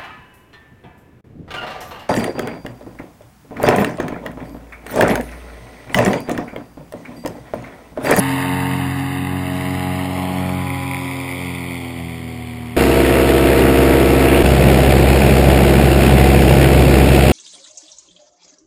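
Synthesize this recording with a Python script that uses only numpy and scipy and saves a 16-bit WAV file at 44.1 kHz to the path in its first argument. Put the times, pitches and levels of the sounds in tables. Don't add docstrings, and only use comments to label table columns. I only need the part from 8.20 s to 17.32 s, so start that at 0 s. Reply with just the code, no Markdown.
import sys
import numpy as np
from scipy import signal
from scipy.fft import next_fast_len
from scipy.io import wavfile
from scipy.ndimage import uniform_filter1d

SR = 44100
rng = np.random.default_rng(int(sys.argv[2]) if len(sys.argv) > 2 else 0)


def linear_from_db(decibels):
    return 10 ** (np.asarray(decibels, float) / 20)


def store_pcm(level_fs):
    pcm = np.round(np.clip(level_fs, -1, 1) * 32767).astype(np.int16)
    wavfile.write(sys.argv[1], SR, np.atleast_2d(pcm).T)


N = 402191

CUTS_S = [0, 4.564, 6.232, 9.12]
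# time_s, distance_loss_db, tail_on_share (0-1)
FAR_PATH = [
    (0, 0, 0.2),
    (.5, -2.5, 0.01),
    (1.1, -8, 0.01),
    (1.5, -7, 0.47),
    (2.2, -6.5, 0.03),
    (2.8, -10.5, 0.68),
    (3.3, -13, 1.05),
    (3.8, -17.5, 0.93),
    (4.56, -19.5, 0.44),
]
# time_s, firings_per_blade_pass
NEAR_GEAR = [(4.56, 1.8), (9.12, 1.8)]
HELD_HZ, EDIT_HZ = 12000, 48000
FAR_SMEAR = .14


def columns(rows, t):
    s, *values = np.transpose(rows)
    return np.array([np.interp(t, s, v) for v in values])


def drift(size, rate):
    r = np.exp(-40 * np.pi * rate / SR)
    slow = signal.lfilter([1], [1, -2 * r, r * r], rng.standard_normal(size // 20 + 1502))[1500:]
    return np.interp(np.arange(size) / 20, np.arange(len(slow)), slow / slow.std())


def turning(hz, start=0):
    angle = 2 * np.pi * np.cumsum(hz) / SR
    return angle - angle[start]


def swell_db(level, hz):
    region_hz = [150, 900, 1700, 2250, 3500]
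    regions = np.arange(len(region_hz))
    place = np.interp(np.log(hz), np.log(region_hz), regions)
    share = np.maximum(1 - np.abs(place - regions), 0)
    return share @ level - share @ level.mean(axis=1)


def far_level(t):
    # pitch_hz, share_of_distance_loss, tail_on_lift_db, gust_lift_db
    answer = [(150, 0.42, -2, -4.5), (900, 0.75, 0, 7), (1700, 1, 3.5, -9.5), (2250, 0.7, 6, .3),
              (3500, 0.76, 5.5, -0.2)]
    gust_s, gust_width_s = 2.01, 0.14
    loss_db, tail = columns(FAR_PATH, t)
    gust = np.exp(-.5 * ((t - gust_s) / gust_width_s) ** 2)
    return np.array(answer)[:, 1:] @ np.array([loss_db, tail, gust])


def building(rates, t):
    return np.outer(np.array(rates)[:, 1], t - t[0])


def ground_echo(x, t):
    # time_s, lag_ms, phase_turns, echo_db
    reflection = [
        (0, 1.03, 0.068, -3),
        (1.0, 1.06, 0.012, -1),
        (1.9, 0.99, 0.048, -6.5),
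        (2.15, 0.9, 0.12, -9),
        (2.4, 0.84, 0.14, -6),
        (2.85, 0.74, 0.37, -4.5),
        (3.5, 0.812, 0.26, -5.5),
        (4.1, 0.76, 0.47, -6.5),
        (4.56, 0.84, 0.23, -10),
    ]
    lag_ms, turns, echo_db = columns(reflection, t)
    analytic = signal.hilbert(x, next_fast_len(len(x)))[:len(x)]
    turned = np.real(analytic * np.exp(-2j * np.pi * turns))
    echo = linear_from_db(echo_db) * np.interp(t - lag_ms / 1000, t, turned)
    return (x + echo) / np.sqrt(1 + linear_from_db(2 * echo_db))


def shaded(x, tail):
    centre_hz, width_hz, share = 1720, 600, .85
    band = signal.lfilter(*signal.iirpeak(centre_hz, centre_hz / width_hz, fs=SR), x)
    return x - np.clip(share * tail, 0, 1) * band


def wash(angle, spectrum, level, throb_db, twice, uneven_db, patchy_db):
    size = len(angle)
    turn = angle / (2 * np.pi) + .5 - np.floor(angle[0] / (2 * np.pi))
    strength = rng.standard_normal(int(turn[-1]) + 2)[turn.astype(int)]
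    peak = (.5 + .5 * np.cos(angle)) ** 2
    throb = throb_db * (np.cos(angle) + twice * np.cos(2 * angle)) + uneven_db * strength * peak
    gust = drift(size, 23.0) + 0.3 * drift(size, 220.0)
    white = rng.standard_normal((2, size))
    edges = 35 * 2 ** np.arange(0, 7.5, 1 / 3)
    spectrum_hz, spectrum_db = np.transpose(spectrum)
    out = 0
    for k, (low, high) in enumerate(zip(edges, edges[1:])):
        hz = np.sqrt(low * high)
        bright = np.interp(np.log2(hz), np.log2([60, 2200, 5000]), [0, 1, .7])
        db = np.interp(np.log(hz), np.log(spectrum_hz), spectrum_db) + swell_db(level, hz)
        db = db + bright * (throb + patchy_db * gust) + patchy_db * drift(size, 2.5)
        third_octave = signal.butter(2, [low, high], "band", fs=SR, output="sos")
        out = out + linear_from_db(db) * signal.sosfilt(third_octave, white[k % 2])
    return out / out.std()


def slaps(t, blade, level_db):
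    # time_s, extra_db
    hard_passes = [
        (2.4136, 3),
        (2.5019, 9),
        (2.7115, 9),
        (2.7343, 10),
        (2.7453, 12),
        (2.768, 7),
        (2.9119, 8),
        (3.09, 4),
        (3.1679, 1),
        (3.3144, 0),
    ]
    uneven_db, jitter_s = 1.5, .00003
    low_hz, high_hz = 2000, 2450
    at = t[np.flatnonzero(np.diff(np.floor(blade / (2 * np.pi))))]
    chance = rng.standard_normal((len(at), 2))
    db = np.interp(at, t, level_db) + uneven_db * chance[:, 0]
    for s, extra_db in hard_passes:
        db[np.argmin(np.abs(at - s))] += extra_db
    clicks = np.zeros(len(t))
    where = np.searchsorted(t, at + jitter_s * chance[:, 1])
    clicks[np.clip(where, 0, len(t) - 1)] = -linear_from_db(db)
    ring = signal.butter(2, [low_hz, high_hz], "band", fs=SR, output="sos")
    band = signal.sosfilt(ring, clicks + 1e-18)
    return band * np.sqrt(SR ** 2 / 90 / (high_hz - low_hz) / 2)


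def beams(t, blade):
    # blade_multiple, start_s, end_s, level_db (rms)
    sweeps = [(1, -1, 5, -33.5), (1, .3, 2.6, -34.5), (2, -1, 2.9, -36), (2, .25, .7, -33),
              (2, 1.05, 2.45, -33), (2, 3.17, 3.58, -32), (2, 3.75, 4.1, -33), (2, 4.1, 5, -44),
              (4, .15, 3.85, -39), (4, 3.85, 5, -46), (5, -1, .65, -41), (5, -1, 2.55, -45),
              (5, 1.3, 2.45, -49), (5, 2.95, 3.5, -42), (5, 3.5, 5, -45), (6, 2.15, 3.25, -42),
              (6, 3.3, 4.2, -51), (7, -1, .6, -40), (7, 1.15, 2.4, -37), (7, 3.0, 3.8, -49),
              (8, .15, 2.35, -39), (8, 2.4, 3.9, -47), (9, -1, 2.85, -39), (9, 1.5, 2.8, -44),
              (9, 2.9, 5, -46), (10, -1, .6, -33), (10, .6, 3.8, -47), (11, -1, .2, -34),
              (11, .2, 3.5, -46), (11, 2.35, 3.05, -41)]
    edge_s, waver_db = .25, 1.5
    out, coarse = 0, t[::64]
    for k in sorted({row[0] for row in sweeps}):
        lit = 0
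        for multiple, start, end, db in sweeps:
            if multiple == k:
                inside = np.clip(np.minimum(coarse - start, end - coarse) / edge_s + .5, 0, 1)
                lit = lit + linear_from_db(db) * np.sin(np.pi / 2 * inside) ** 2
        gain = np.interp(t, coarse, lit) * linear_from_db(waver_db * drift(len(t), 3.1))
        out = out - np.sqrt(2) * gain * np.cos(k * blade + FAR_SMEAR * k * k)
    return out


def tones(angle, table, level, smear, waver_db):
    out = 0
    hz = (angle[-1] - angle[0]) * SR / len(angle) / (2 * np.pi)
    angle = angle + 0.032 * drift(len(angle), 5.3)
    for k, db in table:
        waver = waver_db * k ** 0.092 * drift(len(angle), 1.93)
        gain = linear_from_db(db + swell_db(level, k * hz) + waver)
        out = out - np.sqrt(2) * gain * np.cos(k * angle + smear * k * k)
    return out


def paramotor(t, blades, gear, level, blade_tones, firing_tones, spectrum, wash_db, smear, chop, waver_db,
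              throb_db, twice, uneven_db, patchy_db, start=0):
    passes = columns(blades, t)[0]
    blade = turning(passes, start)
    firing = turning(passes * columns(gear, t)[0])
    chopped = 1 + chop * (np.cos(blade) + .5 * np.cos(2 * blade))
    exhaust = tones(firing, firing_tones, level, 0.99, waver_db) * chopped
    hiss = linear_from_db(wash_db) * wash(blade, spectrum, level, throb_db, twice, uneven_db, patchy_db)
    return tones(blade, blade_tones, level, smear, waver_db) + exhaust, hiss


def climbing_away(t):
    # time_s, blade_pass_hz
    blades = [
        (0.0, 90.3),
        (0.25, 90.4),
        (0.86, 91.5),
        (2.22, 91.68),
        (3.11, 89.3),
        (3.5, 87.45),
        (3.9, 83.14),
        (4.52, 80.0),
        (4.56, 81.1),
    ]
    # time_s, firings_per_blade_pass
    gear = [(0, 1.468), (2.5, 1.468), (3.5, 1.455), (4.56, 1.452)]
    # multiple, level_db (rms)
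    blade_tones = [(3, -28.5), (12, -46.5), (13, -49), (14, -51), (15, -64.5), (16, -53.5)]
    firing_tones = [(1, -29.5), (2, -45.5)]
    # pitch_hz, density_db (per Hz)
    spectrum = [(40, -2), (70, -12), (200, 6), (450, 0.5), (800, -2.5), (1500, -2.5), (2200, 1.5),
                (3000, -5.5), (4000, -12), (5200, -14.5), (5900, -28)]
    tail, level = columns(FAR_PATH, t)[1], far_level(t)
    start = np.searchsorted(t, 2.7455)
    chop = 0.29 + (0.36 - 0.29) * np.clip(tail, 0, 1)
    hum, hiss = paramotor(t, blades, gear, level, blade_tones, firing_tones, spectrum, wash_db=-29.5,
                          smear=FAR_SMEAR, chop=chop, waver_db=.8, throb_db=2 - 0.13 * tail, twice=1,
                          uneven_db=1.5, patchy_db=0.2, start=start)
    blade = turning(columns(blades, t)[0], start)
    cracks = slaps(t, blade, -45 + swell_db(level, 2000) + 7.5 * tail)
    high_pass = signal.butter(3, 66, "high", fs=SR, output="sos")
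    hum = signal.sosfiltfilt(high_pass, hum + beams(t, blade))
    return hum + ground_echo(shaded(hiss, tail) + cracks, t)


def beside_pilot(t):
    # time_s, blade_pass_hz
    blades = [(4.56, 66.45), (5.1, 66.24), (5.7, 66.4), (6.23, 66.3)]
    # pitch_hz, rate_db_per_s
    build = [(150, 2.1), (900, -.2), (1700, 1.5), (2250, -0.3), (3500, .1)]
    # multiple, level_db (rms)
    blade_tones = [(1, -19.5), (2, -23.5), (3, -28.5), (4, -20.5), (5, -20), (6, -25), (7, -20.5),
                   (8, -35.5), (9, -36), (10, -26), (11, -44), (12, -38), (13, -50), (14, -34), (15, -45),
                   (16, -60), (17, -37), (18, -41), (19, -40.5), (20, -43), (21, -61), (22, -41)]
    firing_tones = [(1, -28.5), (2, -57), (3, -22), (4, -34), (5, -43), (6, -30.5), (7, -44), (8, -42),
                    (9, -43), (10, -41), (11, -34.5), (12, -81)]
    # pitch_hz, density_db (per Hz)
    spectrum = [(40, -10), (90, -8), (200, 0), (400, 3), (700, -2), (1050, -17), (1600, -10.5), (2500, -10),
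                (3200, -17.5), (5200, -23.5), (5900, -32)]
    hum, hiss = paramotor(t, blades, NEAR_GEAR, building(build, t), blade_tones, firing_tones, spectrum,
                          wash_db=-15.5, smear=.7, chop=0.15, waver_db=0.03, throb_db=3.0, twice=0.57,
                          uneven_db=0.0, patchy_db=0.9)
    return hum + hiss


def at_the_foot(t):
    # time_s, blade_pass_hz
    blades = [(6.23, 66.84), (7.0, 67.5), (9.12, 67.28)]
    # pitch_hz, rate_db_per_s
    build = [(150, .6), (900, -0.29), (1700, -0.28), (2250, 0.19), (3500, 0.6)]
    # multiple, level_db (rms)
    blade_tones = [(1, -14.5), (2, -17.5), (3, -22.5), (4, -31.5), (5, -25), (6, -31), (7, -31), (8, -31.5),
                   (9, -38.5), (10, -47), (11, -28.5), (12, -38), (13, -51.5), (14, -55), (15, -40),
                   (16, -44), (17, -45.5), (18, -81), (19, -59), (20, -40), (21, -80), (22, -40)]
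    firing_tones = [(1, -28), (2, -38.5), (3, -25.5), (4, -30.5), (5, -32), (6, -36.5), (7, -41), (8, -67),
                    (9, -59), (10, -42), (11, -56), (12, -62)]
    # pitch_hz, density_db (per Hz)
    spectrum = [(40, -14.5), (90, -3.5), (170, 0), (400, -3), (700, -6), (1000, -23), (1600, -19),
                (2600, -16), (3200, -23.5), (5200, -28), (5900, -38)]
    hum, hiss = paramotor(t, blades, NEAR_GEAR, building(build, t), blade_tones, firing_tones, spectrum,
                          wash_db=-12.5, smear=.15, chop=0.48, waver_db=0.76, throb_db=4.5, twice=0.1,
                          uneven_db=1.5, patchy_db=0.62)
    return hum + hiss


def scene():
    t = np.arange(N) / SR
    far, side, foot = np.split(t, np.searchsorted(t, CUTS_S[1:3]))
    parts = [climbing_away(far), beside_pilot(side), at_the_foot(foot)]
    first_join, second_join = np.abs(t - CUTS_S[1]) / 0.0027, np.abs(t - CUTS_S[2]) / 0.0057
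    fade = np.clip(np.minimum(first_join, second_join), .1, 1)
    return (np.concatenate(parts) * fade)[None]


def ragged_top(x):
    t = np.arange(x.shape[1]) / HELD_HZ
    far_ready = -2.4 + 1.8 * columns(FAR_PATH, t)[1]
    ready = np.select([t < CUTS_S[1], t < CUTS_S[2]], [far_ready, .7], 0.0)
    for k, edge_hz in enumerate([5830, 5620, 5400]):
        below = signal.sosfiltfilt(signal.cheby2(6, 30, edge_hz, fs=HELD_HZ, output="sos"), x)
        kept = drift(x.shape[1], 40.0) + ready + 1.1 * k > 0
        x = below + (x - below) * uniform_filter1d(np.maximum(kept, .1), size=250)
    return x


def low_pass(x):
    return signal.sosfilt(signal.butter(12, 16330, fs=SR, output="sos"), x)


def record(dry):
    narrow = signal.sosfilt(signal.cheby2(8, 28, 6050, fs=SR, output="sos"), dry)
    step = EDIT_HZ // HELD_HZ
    sampled = signal.resample_poly(narrow, 160, 147, axis=1)[:, ::step]
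    rounded = sampled / (1 + np.abs(sampled / .96) ** 6) ** (1 / 6)
    stairs = np.repeat(ragged_top(rounded), step, axis=1)
    held = signal.resample_poly(stairs, 147, 160, axis=1)[:, :N]
    held = np.pad(held, ((0, 0), (0, N - held.shape[1])))
    held = signal.sosfilt(signal.cheby2(12, 50, 15700, fs=SR, output="sos"), held)
    return low_pass(held)


dry = scene()
out = record(dry)
store_pcm(out)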